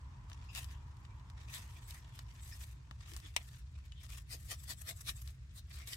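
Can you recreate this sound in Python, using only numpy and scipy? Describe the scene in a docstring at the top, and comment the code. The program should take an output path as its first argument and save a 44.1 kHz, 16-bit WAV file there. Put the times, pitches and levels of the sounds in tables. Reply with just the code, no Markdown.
"""Over a low rumble and the hiss of far traffic, gloved hands turn a glass jar of fine crystals, close up
in a small room. Rubber rubs, ticks and squeaks on the glass; the powder trickles, and slumps as the jar
tips. The traffic fades, and a little past halfway the metal lid snaps once. Then five quick shakes throw
the powder against the far end, each with a thin, singing backflow, and a few last tilts let it slide."""
import sys
import numpy as np
from scipy import signal
from scipy.fft import rfft, irfft
from scipy.io import wavfile
from scipy.ndimage import uniform_filter1d

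SR = 44100
rng = np.random.default_rng(int(sys.argv[2]) if len(sys.argv) > 2 else 0)


def waveform_to_disk(signal):
    """Save audio, clipped to [-1, 1], as 16-bit WAV at the path in sys.argv[1]."""
    frames = np.transpose(np.atleast_2d(signal))
    scaled = np.clip(frames, -1, 1) * 32767
    samples = np.round(scaled).astype(np.int16)
    wavfile.write(sys.argv[1], SR, samples)


N = 262836
TIME = np.arange(N) / SR
BINS = np.fft.rfftfreq(4096, 1 / SR)


def amp(db):
    """Decibels to gain."""
    return 10 ** (np.asarray(db) / 20)


def eq_curve(points):
    """A curve at BINS, its points joined on a log-frequency axis."""
    hz, value = np.transpose(points)
    return np.interp(np.log(BINS + 1), np.log(hz + 1), value)


def automation(points):
    """A time curve at every sample."""
    return np.interp(TIME, *np.transpose(points))


def unit_rms(x):
    """Scales to rms 1."""
    return x / np.sqrt(np.mean(x ** 2) + 1e-20)


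def add(mix, start_s, sound):
    """Lays a stereo sound into the mix."""
    part = mix[:, round(start_s * SR):][:, :sound.shape[1]]
    part += sound[:, :part.shape[1]]


def swell(peak_s, rise_s, fall_s):
    """A rounded hump of gain."""
    return np.exp(-np.maximum((peak_s - TIME) / rise_s, (TIME - peak_s) / fall_s) ** 1.49)


# Stereo image, near mono in the bass and wide on top: freq_hz, correlation
STEREO_IMAGE = [(60, .998), (130, .97), (300, .8), (700, .6), (1400, -.1), (3000, -.2), (5500, .2),
                (9000, .05), (16000, 0)]
def colour(x, eq_db, lead=512):
    """Causal EQ that treats its two inputs as mid and side and returns left and right."""
    log_gain = np.log(amp(np.r_[eq_db, eq_db[-2:0:-1]]))
    response = np.exp(np.conj(signal.hilbert(log_gain)))[:len(BINS)]  # minimum phase
    angle = np.arccos(np.clip(eq_curve(STEREO_IMAGE), -1, 1)) / 2
    taps = np.roll(irfft(response * np.array([np.cos(angle), np.sin(angle)])), lead, axis=1)
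    mid, side = signal.oaconvolve(x, taps, axes=1)[:, lead:lead + x.shape[1]]
    return np.array([mid + side, mid - side])


def noise(eq):
    """Steady coloured noise of rms 1."""
    return unit_rms(colour(rng.standard_normal((2, N)), eq_curve(eq)))


# The rumble's slow drift: time_s, level_db
RUMBLE_DRIFT = [(0, -49), (.6, -48.5), (2, -51), (3.7, -51), (4.8, -49), (5.96, -52)]
# Tone of the rumble and the hiss: freq_hz, gain_db
RUMBLE_EQ = [(20, -48), (31, -40.5), (40, -12), (50, -3), (62, 1.5), (78, -2.5), (100, -6.5), (112, -6.5),
             (128, -6), (150, -17.5), (200, -29.5), (260, -33.5), (400, -44), (900, -82)]
HISS_EQ = [(100, 5), (400, 4), (800, -2), (1500, 5), (3000, -1), (5000, -2), (7500, -3), (10000, -14.5),
           (16000, -46)]
def room_tone():
    """The bed: building rumble, faint mains hum and microphone hiss."""
    rumble = amp(automation(RUMBLE_DRIFT)) * noise(RUMBLE_EQ)
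    hum = amp(-57.5) * np.sin(2 * np.pi * (60 * TIME + rng.random()))
    return rumble + hum + amp(-74.5) * noise(HISS_EQ)


# Tone of distant tyres: freq_hz, gain_db
TYRE_EQ = [(200, 1), (330, -6.5), (520, -14), (750, -9.5), (980, 5), (1250, -6), (1800, -10.5),
           (3000, -19.5), (8000, -51)]
def traffic(level_db=-65, leaves_s=1.69, fade_db_per_s=7.5):
    """Far tyres hiss steadily, then recede."""
    return amp(level_db - fade_db_per_s * np.maximum(TIME - leaves_s, 0)) * noise(TYRE_EQ)


# The jar's hollow body: centre_hz, width_hz, gain_db
JAR_BODY = [(664, 166, 11), (1154, 456, 11.5), (1815, 300, 9), (2764, 440, -3.5), (3640, 270, 3),
            (5360, 2400, 7), (7870, 550, 4), (12700, 2200, 1)]
def in_jar(eq):
    """An EQ curve in dB with the jar's broad resonances on top."""
    return eq_curve(eq) + sum(db / (1 + (2 * (BINS - hz) / width) ** 2) for hz, width, db in JAR_BODY)


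def grains(per_s, spread_db):
    """Tiny impacts at random moments, mostly small and a few large."""
    strength = amp(spread_db * np.minimum(rng.exponential(1, N), 4))
    hits = rng.random(N) < per_s / SR
    return unit_rms(strength * hits * rng.standard_normal((2, N)))


def jerks(rate_hz, depth_db):
    """Uneven gain of something that catches and slips."""
    knots = np.arange(0, N / SR + 1, 1 / rate_hz)
    return amp(depth_db * np.interp(TIME, knots, rng.standard_normal(len(knots))))


def wander(x, depth_db, frame=512):
    """As the grip shifts, narrow bands swell and fade for some tens of milliseconds each."""
    bands = signal.stft(x, nperseg=frame)[2]
    blur = np.outer(np.hanning(7), np.hanning(13))
    patches = unit_rms(signal.oaconvolve(rng.standard_normal(bands.shape[1:]), blur, "same"))
    return unit_rms(signal.istft(bands * amp(depth_db * patches), nperseg=frame)[1][:, :N])


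# Each turn of the jar in the hands: start_s, length_s, rub_db, trickle_db
TURNS = [(.29, 0.26, -68, -82), (0.55, 0.082, -57.5, -58), (0.694, 0.032, -62, -66.5),
         (1.382, 0.053, -61.5, -79), (1.489, .12, -58, -64.5), (1.618, .15, -63.5, -66),
         (1.78, 0.1, -65.5, -69), (1.884, 0.087, -60.5, -57.5), (2.023, 0.16, -67.5, -79),
         (2.153, 0.051, -62, -66.5), (2.283, 0.13, -64, -73), (2.432, 0.14, -62.5, -61),
         (2.612, 0.019, -57.5, -55), (2.667, 0.063, -65, -67.5), (3.012, 0.11, -62, -76),
         (3.094, 0.078, -59.5, -60), (3.229, 0.054, -60, -67), (3.351, 0.24, -64.5, -66.5),
         (3.758, .03, -67.5, -83), (3.852, 0.0076, -64.5, -73), (4.033, 0.017, -58, -61.5),
         (4.101, 0.082, -60, -59.5), (4.38, .1, -75, -62.5), (5.263, .045, -65, -65.5),
         (5.716, 0.1, -57, -61.5), (5.885, 0.08, -60, -63)]
def handling(rest_rub_db=-75, rest_trickle_db=-87, attack_s=0.018, release_s=0.025, sag_db_per_s=5.5):
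    """Gains for gloves and trickle: the strongest turn at each moment, or the resting grip."""
    rub_gain, trickle_gain = amp(rest_rub_db), amp(rest_trickle_db)
    for start, length, rub_db, trickle_db in TURNS:
        t = TIME - start
        fade = np.maximum(-t, 0) / attack_s + np.maximum(t - length, 0) / release_s
        effort = np.exp(-np.minimum(fade, 20)) * amp(-sag_db_per_s * np.clip(t, 0, length))
        rub_gain = np.maximum(rub_gain, amp(rub_db) * effort)
        trickle_gain = np.maximum(trickle_gain, amp(trickle_db) * effort)
    return rub_gain, trickle_gain


# Dry rasp of rubber on glass: freq_hz, gain_db
RUB_EQ = [(150, -10), (350, -9.5), (550, -18.5), (1200, -12), (1900, -4), (2700, 5), (3500, -1.5),
          (5500, -9), (7000, -7.5), (10000, -16.5), (16000, -39)]
def gloves():
    """Rubber creeps over the glass in small slips."""
    slips = grains(per_s=5000, spread_db=2.5) * jerks(rate_hz=129.9, depth_db=3)
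    return unit_rms(colour(wander(slips, depth_db=3), in_jar(RUB_EQ)))


# Fine sizzle of a thin stream of crystals: freq_hz, gain_db
TRICKLE_EQ = [(500, -24), (3000, -6), (5500, -12), (6700, -4), (7600, -4), (8500, 0), (9900, -4),
              (12000, -1.5), (13500, -4), (14200, -12), (16000, -8.5)]
def trickle():
    """Loose crystals run along the wall."""
    stream = grains(per_s=9000, spread_db=1) * jerks(rate_hz=109, depth_db=4)
    return unit_rms(colour(wander(stream, depth_db=2), in_jar(TRICKLE_EQ)))


def crack(decay_s, tail_db, tail_decay_s, size=6000):
    """A brief burst of noise with a weaker, slower tail, its spectrum evened out."""
    t = np.arange(size) / SR
    envelope = np.exp(-t / decay_s) + amp(tail_db) * np.exp(-t / tail_decay_s)
    burst = rfft(rng.choice([-1., 1.], (2, size)) * envelope)
    power = uniform_filter1d(abs(burst) ** 2, 41, axis=1)
    return irfft(burst * np.sqrt(power.mean() / power)) * (1 - t / t[-1]) ** 2


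# Ringing modes of jar and lid: pitch_hz, level_db, t60_s
JAR_MODES = [(2634, -7.5, 0.11), (2960, 4, 0.061), (3830, -15, 0.1), (5730, -5, 0.016), (6700, -5, 0.083),
             (7850, -2, 0.035), (9050, -18, 0.11), (10900, -34, 0.049)]
def ring(size=6000):
    """Jar and lid ring out after one blow."""
    t = np.arange(size) / SR
    return sum(amp(db - 60 * t / t60) * np.sin(2 * np.pi * (hz * t + rng.random((2, 1))))
               for hz, db, t60 in JAR_MODES)


# Glove and grain ticks: start_s, level_db, bass_db, treble_db
TICKS = [(.299, -47, 5, -0.5), (.317, -39, 1, -23), (.331, -40.5, -13, -9), (.55, -33.5, -10, 0),
         (.559, -33, -2.5, -2), (.576, -36.5, 1, 0), (.644, -45.5, 2, 11), (.969, -55, 1, -2),
         (1.051, -42.5, -12, -16), (1.197, -50, -14, -16), (1.3, -45.5, 0, -4.5), (1.54, -31, -19, -8),
         (1.908, -38, -13, -1), (2.191, -35, -1.5, -4.5), (2.911, -38.5, 7.5, -12), (3.136, -41.5, -7, 4),
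         (3.165, -39, 1.5, 7.5), (3.201, -47, 0, 3), (3.921, -35, -27, -29), (5.0924, -22.5, -12, -9),
         (5.276, -39.5, -13, -2), (5.874, -38, -19, 4), (5.933, -25.5, -36, -11)]
# Their common tone: freq_hz, gain_db
TICK_EQ = [(100, 11), (500, -18.5), (1100, -7), (2000, -4.5), (3800, -0.5), (6000, -6.5), (8200, -5.5),
           (12000, -8.5), (16000, -15)]
def ticks():
    """Fingertips let go and coarse grains strike the wall; the jar rings faintly."""
    out = np.zeros((2, N))
    for start, db, bass_db, treble_db in TICKS:
        tilt = eq_curve([(900, bass_db), (3000, 0.012), (9000, treble_db)])
        tick = colour(crack(decay_s=0.0009, tail_db=-13, tail_decay_s=0.0047), in_jar(TICK_EQ) + tilt)
        add(out, start, amp(db) * (tick + amp(-25) * ring()))
    return out


def resonance(drive, hz, width_hz):
    """One narrow resonance, at rms 1."""
    band = signal.butter(1, [hz - width_hz / 2, hz + width_hz / 2], "bandpass", fs=SR, output="sos")
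    return unit_rms(signal.sosfilt(np.vstack([band, band]), drive))


# Brief rubbing tones: peak_s, level_db, pitch_hz, width_hz, half_length_s
SQUEAKS = [(.333, -53.5, 5700, 1200, 0.0023), (0.75, -70, 3000, 900, 0.046), (1.12, -74, 2350, 300, 0.037),
           (1.555, -49.5, 3590, 600, 0.019), (1.857, -66, 8000, 700, 0.028), (1.966, -61, 1990, 596, 0.024),
           (2.43, -60, 7900, 900, 0.021), (2.533, -54, 5230, 500, 0.013), (2.774, -70.5, 328, 70, 0.05),
           (3.123, -65, 342, 120, 0.027), (3.245, -67, 330, 70, 0.023), (3.259, -56.5, 3420, 450, .015),
           (3.99, -64, 3280, 900, 0.031), (5.095, -40, 3880, 600, 0.0055), (5.584, -58.5, 4000, 1000, 0.02),
           (5.828, -60, 2220, 350, 0.024)]
def squeaks(friction):
    """Rubber or crystals stick and slip on the glass, driving one narrow resonance at a time."""
    return sum(amp(db) * swell(peak, half, half) * resonance(friction, hz, width)
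               for peak, db, hz, width, half in SQUEAKS)


# Fingertip skids: peak_s, level_db, fall_s
SKIDS = [(0.492, -58, 0.035), (0.554, -50, 0.008), (0.564, -51, 0.011), (0.579, -50.5, 0.025)]
# What a skid rings with: pitch_hz, width_hz, level_db
SKID_MODES = [(2687, 240, 1.5), (5060, 280, -9), (6730, 360, -14)]
def skids(friction, rise_s=0.0034):
    """A fingertip skids over the glass and sets three resonances going together."""
    envelope = sum(amp(db) * swell(peak, rise_s, fall) for peak, db, fall in SKIDS)
    return envelope * sum(amp(db) * resonance(friction, hz, width) for hz, width, db in SKID_MODES)


# Full-bodied rush of a mass of powder: freq_hz, gain_db
SURGE_EQ = [(100, -1), (300, -6.5), (500, -10.5), (900, -18), (1400, -14), (2000, -0.5), (2600, 2),
            (4200, -0.5), (6800, -6.5), (8500, -1), (10000, -2.5), (13000, -4), (15800, -13)]
def surge(shower, peak_s, db, rise_s, fall_s, lightness):
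    """A swell of crystals hits the glass; lightness runs from 0, the full mass, to 1, only sizzle."""
    eq_db = (1 - lightness) * in_jar(SURGE_EQ) + lightness * in_jar(TRICKLE_EQ)
    eq_rms = np.sqrt(np.mean(amp(eq_db) ** 2))
    start = round((peak_s - .2) * SR)
    rush = (shower * swell(peak_s, rise_s, fall_s))[:, start:start + SR // 2]
    out = np.zeros((2, N))
    add(out, start / SR, amp(db) * colour(rush, eq_db) / eq_rms)
    return out


# Powder slides: peak_s, level_db, rise_s, fall_s, lightness
SLIDES = [(.591, -45.5, 0.03, 0.012, 0.3), (1.548, -47, 0.02, .043, 0.55), (5.585, -54, 0.027, 0.013, 1),
          (5.884, -47, 0.014, 0.014, .22), (5.929, -46, .023, .024, 0.25)]
def slides(shower):
    """The powder slumps against the wall as the jar tips."""
    return sum(surge(shower, *slide) for slide in SLIDES)


# The lid's snap and its after-blow: start_s, level_db, decay_s
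LID_BLOWS = [(3.3638, -14, 0.0016), (3.367, -15, 0.00023)]
# Tone of the snap: freq_hz, gain_db
LID_EQ = [(100, -17), (400, -15.5), (700, -4), (1000, -2), (1400, -15), (2000, 1.5), (2800, 1.5),
          (4000, -2.5), (4700, -9.5), (5600, -1.5), (7000, -10), (8100, -4), (10000, -12.5), (15500, -23)]
def lid():
    """The metal lid snaps under the fingers, its ring damped by the hand."""
    out = np.zeros((2, N))
    for start, db, decay in LID_BLOWS:
        blow = colour(crack(decay, tail_db=-18, tail_decay_s=0.009), eq_curve(LID_EQ))
        add(out, start, amp(db) * (blow + amp(-42) * ring()))
    return out


# Shakes, about five a second: hit_s, hit_db, half_length_s, backflow_db, landing_delay_s, landing_db
SHAKES = [(4.331, -44.5, 0.024, -72, 0.21, -74), (4.518, -41, 0.022, -61, .121, -52),
          (4.707, -40, 0.019, -60, 0.11, -49.5), (4.894, -40.5, 0.02, -59.5, 0.117, -46.5),
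          (5.089, -39.5, 0.02, -58, 0.13, -52)]
def shakes(shower, friction):
    """The powder hits the far end, runs back in a thin stream that sings briefly, and lands."""
    whistle_tone = resonance(friction, hz=7700, width_hz=810)
    out = np.zeros((2, N))
    for hit, hit_db, half, backflow_db, delay, landing_db in SHAKES:
        throw = surge(shower, hit, hit_db, half, half, lightness=0.18)
        whistle = amp(backflow_db + 2) * swell(hit + 0.077, rise_s=0.011, fall_s=0.011) * whistle_tone
        backflow = surge(shower, hit + 0.084, backflow_db, rise_s=0.021, fall_s=0.067, lightness=0.79)
        landing = surge(shower, hit + delay, landing_db, rise_s=0.0035, fall_s=0.0065, lightness=1)
        out += throw + whistle + backflow + landing
    return out


# The jar's drift in the image: time_s, left_minus_right_db
PAN = [(0, 1.5), (.56, 3.5), (1.6, 1), (3.25, 2), (3.37, 2), (4.7, 5.5), (5.1, 3), (5.96, 2.5)]
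def pan(jar, crossover_hz=700):
    """The highs lean a little to the left; both microphones hear the bass equally."""
    bass = signal.sosfiltfilt(signal.butter(2, crossover_hz, fs=SR, output="sos"), jar)
    return bass + (jar - bass) * amp(np.array([[.5], [-.5]]) * automation(PAN))


def reverb(x, t60_s=0.12, wet_db=-15, size=16000):
    """A short, soft tail from the table and walls."""
    t = np.arange(size) / SR
    reflections = rng.standard_normal((2, size)) * (rng.random((2, size)) < .1)
    envelope = amp(-60 * t / t60_s) * (t > .004)  # 4 ms pre-delay
    tail = colour(reflections * envelope, eq_curve([(200, 18), (4000, -3.5), (9000, -21), (16000, 12.5)]))
    return amp(wet_db) * signal.oaconvolve(x, tail / np.linalg.norm(tail[0]), axes=1)[:, :N]


def scene():
    """The handled jar, panned and set in its room, over the bed and the traffic."""
    rub_gain, trickle_gain = handling()
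    turning = rub_gain * gloves() + trickle_gain * trickle()
    crystals = grains(per_s=14000, spread_db=2.1) * jerks(rate_hz=261, depth_db=0.9)
    shower = wander(crystals, depth_db=3.5)
    friction = rng.standard_normal((2, N))
    contacts = ticks() + squeaks(friction) + skids(friction)
    jar = pan(turning + contacts + slides(shower) + lid() + shakes(shower, friction))
    return jar + reverb(jar) + room_tone() + traffic()


def record(dry, cutoff_hz=15900):
    """A steep low-pass trims the very top."""
    lowpass = signal.firwin(511, cutoff_hz, window=("kaiser", 9), fs=SR)
    return signal.oaconvolve(dry, lowpass[None], "same")


dry = scene()
out = record(dry)
waveform_to_disk(out)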